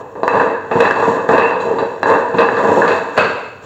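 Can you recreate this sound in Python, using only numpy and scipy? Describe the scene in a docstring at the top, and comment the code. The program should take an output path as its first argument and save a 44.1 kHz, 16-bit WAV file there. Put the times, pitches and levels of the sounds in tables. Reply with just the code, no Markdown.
"""A stool on a heavy steel disc wobbles round on its rim over concrete paving in a yard with sheet-metal walls.
The rim rumbles over random tiny bumps and knocks over the joints; short pushes set the disc and frame ringing.
Grains of noise make the crunch of grit, decaying sines the singing disc, and harsh ringing blows the loose parts.
It swells with each swing, and a last clank dies away as the stool is caught and tipped, over faint outdoor noise."""
import sys
import numpy as np
from scipy import signal
from scipy.fft import rfft, irfft, next_fast_len
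from scipy.io import wavfile

SR = 44100
rng = np.random.default_rng(int(sys.argv[2]) if len(sys.argv) > 2 else 0)


def waveform_to_disk(signal):
    """Save audio, clipped to [-1, 1], as 16-bit WAV at the path in sys.argv[1]."""
    frames = np.transpose(np.atleast_2d(signal))
    scaled = np.clip(frames, -1, 1) * 32767
    samples = np.round(scaled).astype(np.int16)
    wavfile.write(sys.argv[1], SR, samples)


N = 160965   # length of the sound in samples
LEAD_S = .2   # run-up made ahead of the start, so that earlier contacts can ring on into it
SPAN = next_fast_len(N + int(1.6 * SR))   # working length in samples, with room for run-up and tails
KNOCK_S = 0.052   # time over which the level of a knock or clank is counted


def from_db(db):
    """Turn decibels into a gain."""
    return 10 ** (np.asarray(db) / 20)


def rms_one(x):
    """Scale to an average power of one."""
    return x / np.sqrt(np.mean(np.abs(x) ** 2) + 1e-20)


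def bins(size):
    """Frequencies of a spectrum in Hz, none below 1 so that their logarithm exists."""
    return np.maximum(np.arange(size // 2 + 1) * SR / size, 1)


def at_hz(points, hz):
    """Read a curve of (frequency, value) points on a logarithmic frequency axis."""
    point_hz, values = np.transpose(points)
    return np.interp(np.log(hz), np.log(point_hz), values)


def in_time(rows):
    """Read each column of a curve over time at every sample, run-up included."""
    row_s, *columns = np.transpose(rows)
    time_s = np.arange(SPAN) / SR - LEAD_S
    return [np.interp(time_s, row_s, column) for column in columns]


def sample_at(time_s):
    """Place of a moment in the working signal, run-up included."""
    return int((time_s + LEAD_S) * SR)


def causal(db):
    """Minimum-phase filter with the given gains: nothing sounds before its cause."""
    cepstrum = irfft(np.log(from_db(db)))
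    half = len(cepstrum) // 2
    # folding the second half onto the first gives the phase that belongs to these gains
    cepstrum[1:half] *= 2
    cepstrum[half + 1:] = 0
    return np.exp(rfft(cepstrum))


def grains(per_s, spread_db):
    """Clicks of uneven size and random sign at random moments, scaled to unit power."""
    boost_db = spread_db * np.minimum(rng.exponential(1, SPAN), 4)
    sizes = from_db(boost_db) * rng.choice([-1, 1], SPAN)
    return rms_one(sizes * (rng.random(SPAN) < per_s / SR))


def coloured(x, points):
    """Filter a signal with a frequency curve, then scale it to unit power."""
    return rms_one(irfft(rfft(x) * causal(at_hz(points, bins(SPAN))), SPAN))


def response(colour, modes):
    """A steel part's broad colour, shaped further by its narrow resonances."""
    hz = bins(SPAN)
    out = causal(at_hz(colour, hz))
    for centre_hz, width_hz, height_db in modes:
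        resonance = 1 / (1 + 1j * (hz ** 2 - centre_hz ** 2) / (hz * width_hz))
        out = out * (1 + (from_db(height_db) - 1) * resonance)
    return rms_one(out)


def dying_noise(t60_s, build_s):
    """A dense ring as noise that builds up, then falls by 60 dB in t60_s; unit power over a second."""
    t = np.arange(SR) / SR
    return rms_one(rng.standard_normal(SR) * from_db(-60 * t / t60_s) * np.minimum(t / build_s, 1))


def spread():
    """What follows a contact at one place: the frame's dense short ring and the yard's reverberation."""
    frame = from_db(-3) * dying_noise(t60_s=0.14, build_s=0.0011)
    yard = from_db(-4.5) * dying_noise(t60_s=0.86, build_s=0.018)
    return (frame + yard) / np.sqrt(SR)


def outdoor_air():
    """The faint outdoor background: steady noise, strongest in the bass."""
    # colour of the background: hz [Hz], relative_level_db [dB]
    air_colour = [(25, -21), (60, -2.5), (100, 7.5), (300, 0), (1000, -10), (4000, -37.5), (9000, -44),
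                  (16000, -36)]
    return from_db(-45) * coloured(rng.standard_normal(SPAN), air_colour)


def grit():
    """Fine crunch of sand under the rim: thousands of tiny clicks a second, rising and falling."""
    # sand crushed under the rim: time_s [s], relative_level_db [dB]
    grit_levels = [(0.0, -52), (0.03, -62), (0.25, -58.5), (0.28, -48), (0.29, -52), (0.4, -45),
                   (0.58, -59), (0.7, -57), (0.72, -50), (0.82, -41.5), (0.94, -46.5), (1.09, -40),
                   (1.28, -52.5), (1.29, -41), (1.59, -54), (1.61, -44), (1.78, -51.5), (1.79, -50.5),
                   (1.98, -54.5), (2.02, -58), (2.03, -48), (2.04, -76), (2.07, -40), (2.33, -54.5),
                   (2.4, -43), (2.44, -50.5), (2.74, -39), (2.95, -42), (3.13, -53), (3.16, -46),
                   (3.19, -43), (3.39, -55), (3.61, -63), (3.65, -44)]
    # its colour: hz [Hz], relative_level_db [dB]
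    grit_colour = [(1500, -16.5), (3000, 6), (4500, 1.5), (5100, -11), (5550, 3), (5950, -5), (6700, 6),
                   (7000, 2.5), (7300, 6.5), (7600, 3.5), (7750, -10), (8450, -5.5), (8650, -34),
                   (11300, -37), (12000, -15.5), (16000, -20.5)]
    level_db, = in_time(grit_levels)
    crunch = coloured(grains(per_s=7000, spread_db=4), grit_colour)
    return from_db(level_db - 0.5) * crunch


def pings():
    """Edge-on touches set the disc's high partials singing: dying sines, mixed differently each time."""
    # touches: start_s [s], relative_level_db [dB], extra level of the two lowest partials low_db [dB]
    touches = [(.234, -39, -5), (.279, -44, 15), (.805, -36, 7), (1.398, -40, 16.5), (1.601, -41, -6),
               (1.784, -36, -9), (2.03, -34, 1.5), (2.406, -37, 5.5)]
    # partials of the disc: hz [Hz], relative_level_db [dB], time to fall by 60 dB t60_s [s]
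    partials = [(2625, -0.5, 0.66), (2696, -3.5, 0.86), (3965, -4, .6), (3980, -3, 0.4), (4600, -12, .6),
                (5580, -20.5, .6), (6650, -19.5, .6), (7280, -18.5, 0.49)]
    spread_db, attack_s = 2, .002
    out = np.zeros(SPAN)
    t = np.arange(SR) / SR
    attack = np.minimum(t / attack_s, 1)
    for start_s, level_db, low_db in touches:
        start = sample_at(start_s)
        for k, (hz, partial_db, t60_s) in enumerate(partials):
            strength_db = level_db + partial_db + low_db * (k < 2) + spread_db * rng.standard_normal()
            fading = from_db(strength_db - 60 * t / t60_s)
            out[start:start + SR] += fading * np.sin(2 * np.pi * hz * t) * attack
    return out


def clanks():
    """Loose steel parts under the seat clank as it is caught and tipped: blows with a harsh, wide ring."""
    # blows: start_s [s], level_db [dB]
    blows = [(2.879, -16), (3.168, -21.5), (3.177, -8.5), (3.183, -17), (3.209, -14.5), (3.243, -17),
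             (3.297, -22.5), (3.382, -32), (3.431, -35.5)]
    # broad colour of the loose parts: hz [Hz], relative_level_db [dB]
    clank_colour = [(24, -80.5), (40, -56), (86, -19.5), (156, -16), (187, -13), (294, -13.5), (329, -15),
                    (462, -2), (815, -11), (955, -9.5), (1050, -10), (1610, -6), (1800, -18.5),
                    (2060, -15.5), (2420, -20), (2650, -13.5), (3100, -28.5), (4560, -25), (5220, -46.5),
                    (7340, -41.5), (9000, -66), (11700, -93), (19800, -120)]
    # their resonances: centre_hz [Hz], width_hz [Hz], height_db [dB]
    clank_modes = [(454.4, 22, 4.5), (612, 19, 6.5), (980, 36, 8), (1380, 26, 0), (1602, 25, 4),
                   (2582, 53, 10.5)]
    click_db = -11   # the first impact, ahead of the ring
    sound = 0
    for start_s, level_db in blows:
        blow = np.zeros(SPAN)
        blow[sample_at(start_s)] = from_db(level_db) * np.sqrt(KNOCK_S * SR)
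        sound = sound + rfft(blow) * (from_db(click_db) + rfft(spread(), SPAN))
    # the added end point holds the colour flat above 11 kHz
    colour = list(clank_colour) + [(11000, -82.5)]
    return irfft(sound * response(colour, clank_modes), SPAN)


def rolling_force():
    """The rim rides over tiny bumps, its loudness and its treble each changing over time."""
    # the rim rolling on the stone: time_s [s], level_db [dB], treble gain bright_db [dB]
    rolling = [(0, -38.5, -3), (.14, -43.5, -3), (.16, -19, -22), (.22, -22.5, -22.5), (.30, -20.5, 5.5),
               (.35, -11.5, -0.5), (.43, -11, -1.5), (.50, -20.5, 1), (.58, -34, -0.5), (.70, -37.5, 4),
               (.76, -12, 0), (.83, -20.5, -0.5), (.94, -26, 2.5), (1.0, -10, -0.5), (1.09, -13.5, -2),
               (1.15, -16, -3), (1.27, -18, -10.5), (1.33, -13, 4.5), (1.43, -23.5, 0.5), (1.52, -19.5, 3),
               (1.59, -27, 3.5), (1.67, -9.5, -14.5), (1.76, -10.5, -16.5), (1.83, -7.5, -15),
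               (1.88, -23.5, -10), (2.02, -21.5, -15), (2.08, -8, -1.5), (2.15, -14, 1), (2.23, -26.5, 4.5),
               (2.32, -33.5, 6), (2.40, -17, 5), (2.48, -25, 1.5), (2.58, -15, 3.5), (2.68, -7.5, -9),
               (2.79, -8, -7), (2.91, -12.5, -1.5), (3.0, -26, 3), (3.14, -37.5, 9.5), (3.21, -25, 4),
               (3.30, -36, -1.5), (3.42, -40.5, 0), (3.52, -62, 10), (3.65, -36, -2)]
    level_db, bright_db = in_time(rolling)
    before_end = np.arange(SPAN) < N + LEAD_S * SR
    bumps = grains(per_s=900, spread_db=3) * from_db(level_db) * before_end
    # share of the treble: none below 560 Hz, all above 1140 Hz
    treble_share = at_hz([(560, 0), (1140, 1)], bins(SPAN))
    treble = irfft(rfft(bumps) * treble_share, SPAN)
    return bumps + (from_db(bright_db) - 1) * treble


def knock_force(level_db, thud_db, clang_db, ring_db, ping_db, size=2048):
    """One short push, coloured by how and where the rim lands."""
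    colour = [(190, thud_db), (420, 0), (960, 0), (1700, clang_db),   # frequencies in Hz
              (2745, ring_db), (3470, ping_db), (4830, ping_db), (7000, 0)]
    push = irfft(causal(level_db + at_hz(colour, bins(size))))
    return push * np.sqrt(KNOCK_S * SR)


def stool(places=12):
    """Bumps and knocks fall on places round the rim; each place spreads differently, all share the resonances."""
    # the rim knocks on joints and the frame clatters: start_s [s], level_db [dB], thud_db [dB], clang_db [dB],
    # ring of the rim ring_db [dB], high ping ping_db [dB], extra snap of the first impact snap_db [dB]
    knocks = [(-.07, -18, -2.5, -6.5, -4.5, -16.5, 4), (.154, -26.5, 0.5, -6.5, -5.5, -7, -3),
              (.233, -14.5, -3.5, -8.5, -8, -3, 4), (.279, -18.5, -0.5, 10.5, 7, -6, 4),
              (.339, -14, 1, -5, -1, -12, -3.5), (.396, -18, 2.5, 11, 5.5, -2, -13),
              (.542, -31, -6, 15.5, -14, -6.5, -0.5), (.713, -13.5, -0.5, 1, 5.5, 0, -6.5),
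              (.756, -16, 16, -16.5, -7, -4.5, -1), (.804, -7, -6, 1, 8.5, 6.5, -5),
              (.820, -18, 1, -3, -3, -0.5, -18), (.852, -16, -5.5, 9, 11, 8, -4.5),
              (.867, -20, -16.5, 7.5, -6.5, -5.5, -5.5), (.910, -23.5, -3.5, 15, 5.5, 11, 5.5),
              (.961, -19.5, -3.5, -5.5, -1.5, 1.5, -7), (1.024, -23.5, -7, -1.5, -8, -4.5, -11.5),
              (1.076, -15, 11, -12, -16, -3.5, -9.5), (1.140, -26, 3.5, -9, -4.5, 1, -2.5),
              (1.168, -23, 8.5, 1.5, -8, -6.5, -4.5), (1.290, -10, 5.5, 4, -4, 2, -4.5),
              (1.331, -9.5, -2, -5.5, -0.5, -6.5, -9.5), (1.378, -10.5, -11.5, 1.5, 7.5, 6.5, -20),
              (1.398, -18, -11.5, -1.5, 10.5, 3.5, -6), (1.421, -19, -5.5, 7, 17, 1.5, -2),
              (1.454, -22.5, -10, 7, 16, 4, -17), (1.505, -19.5, -18, 2.5, 7.5, 0, -22),
              (1.602, -24, 3.5, -7, 5, 5, -3), (1.785, -17, -11.5, 1, 4, 7, -11),
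              (2.031, -15.5, -2.5, 6.5, -0.5, 3, 3.5), (2.058, -16.5, -1.5, 6.5, -16, -10, -1.5),
              (2.118, -13, -4, -4, -4.5, -8, 1.5), (2.151, -18, -1.5, 10, -8, -3, -2.5),
              (2.341, -17, 14.5, -3, 0, 3, -14), (2.385, -12.5, 3.5, 2.5, 10, 11, -3),
              (2.406, -10.5, -16, -1, 7.5, 2.5, -4), (2.425, -17, -3, -0.5, 4, -5, 0.5),
              (2.488, -20.5, -16, 11, 2.5, -1, 4.5), (2.569, -22, 3, 8.5, -8, 12, -0.5),
              (2.640, -16.5, 6.5, 4, -13, -5, -2), (2.683, -11.5, 5.5, -16, -3.5, -10, -17),
              (2.772, -11, 4, -14, -13, -11, -12), (2.819, -16, -25, 9, -3, -9, 2.5),
              (2.846, -19, 0, 9, -4, 3, -4), (2.880, -23, 2, 8, -15, 12, -6.5),
              (2.915, -22, -11, 13.5, 12.5, 19, -12)]
    # broad response of the stool to a tap on its rim: hz [Hz], relative_level_db [dB]
    body = [(25, -46), (50, -34.5), (70, -28), (100, -12), (150, -14.5), (200, -6), (300, -6), (400, -1),
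            (520, 0.5), (740, -5), (900, 3), (1020, 1.5), (1330, -11.5), (1600, -5.5), (1780, -6),
            (2000, -17.5), (2250, -26.5), (2700, -23.5), (3000, -35), (3700, -29.5), (4300, -38),
            (4600, -33.5), (5000, -49), (7500, -52.5), (9000, -69.5), (16000, -79)]
    # resonances of disc, spring and frame: centre_hz [Hz], width_hz [Hz], height_db [dB]
    stool_modes = [(209.7, 24, 1.5), (265, 4, 7.5), (290.8, 9.1, 8.5), (360, 8.8, 1.5), (461.9, 14.3, 13.5),
                   (497.6, 4.2, 8.5), (550.6, 17, 4), (651.2, 11.1, 9), (824, 4.1, 3.5), (965.3, 6.7, 8),
                   (1094, 10, 4), (1183, 13, 7), (1656, 11, 6.5), (2572, 22, 12), (2647, 50, 10),
                   (2700, 23, 7.5), (3700, 36, -1.5), (3994, 80, 10.5), (4470, 36, 0), (4570, 30, 6.5)]
    click_db = -6   # the first impacts, ahead of the ring
    impacts = rolling_force()
    place_of_bump = rng.integers(0, places, SPAN)
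    forces = impacts * (place_of_bump == np.arange(places)[:, None])
    for k, (start_s, *blow, snap_db) in enumerate(knocks):
        push = knock_force(*blow)
        start = sample_at(start_s)
        end = start + len(push)
        forces[k % places, start:end] += push
        impacts[start:end] += from_db(snap_db) * push
    sound = from_db(click_db) * rfft(impacts)
    for force in forces:
        sound = sound + rfft(force) * rfft(spread(), SPAN)
    return irfft(sound * response(body, stool_modes), SPAN)


def scene():
    """Stool, clanks, pings, grit and the outdoor background, with the run-up cut off."""
    mix = stool() + clanks() + pings() + grit() + outdoor_air()
    return mix[int(LEAD_S * SR):][None, :N]


def follow(x, seconds):
    """Follow a signal smoothly, with the given time constant."""
    keep = np.exp(-1 / (seconds * SR))
    return signal.lfilter([1 - keep], [1, -keep], x)


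def limiter(x):
    """Turns the loudest moments down; too slow to catch the sharpest cracks."""
    limit_rms, sense_s, attack_s, release_db_per_s = .46, .003, 0.0011, 249.5
    power = follow(x ** 2, sense_s)
    over_db = 10 * np.log10(np.maximum(power / limit_rms ** 2, 1))
    # hold each peak of the excess, then let it fall at a steady rate
    fall_db = release_db_per_s * np.arange(N) / SR
    held_db = np.maximum.accumulate(over_db + fall_db, axis=-1) - fall_db
    return x * from_db(-follow(held_db, attack_s))


def record(dry):
    """A limiter holds the level, peaks beyond full scale clip, and what lies above 16 kHz is cut."""
    clipped = np.clip(limiter(dry), -1, 1)
    low_pass = signal.ellip(10, .1, 70, 16000, fs=SR, output="sos")
    return signal.sosfilt(low_pass, clipped)


dry = scene()
out = record(dry)
waveform_to_disk(out)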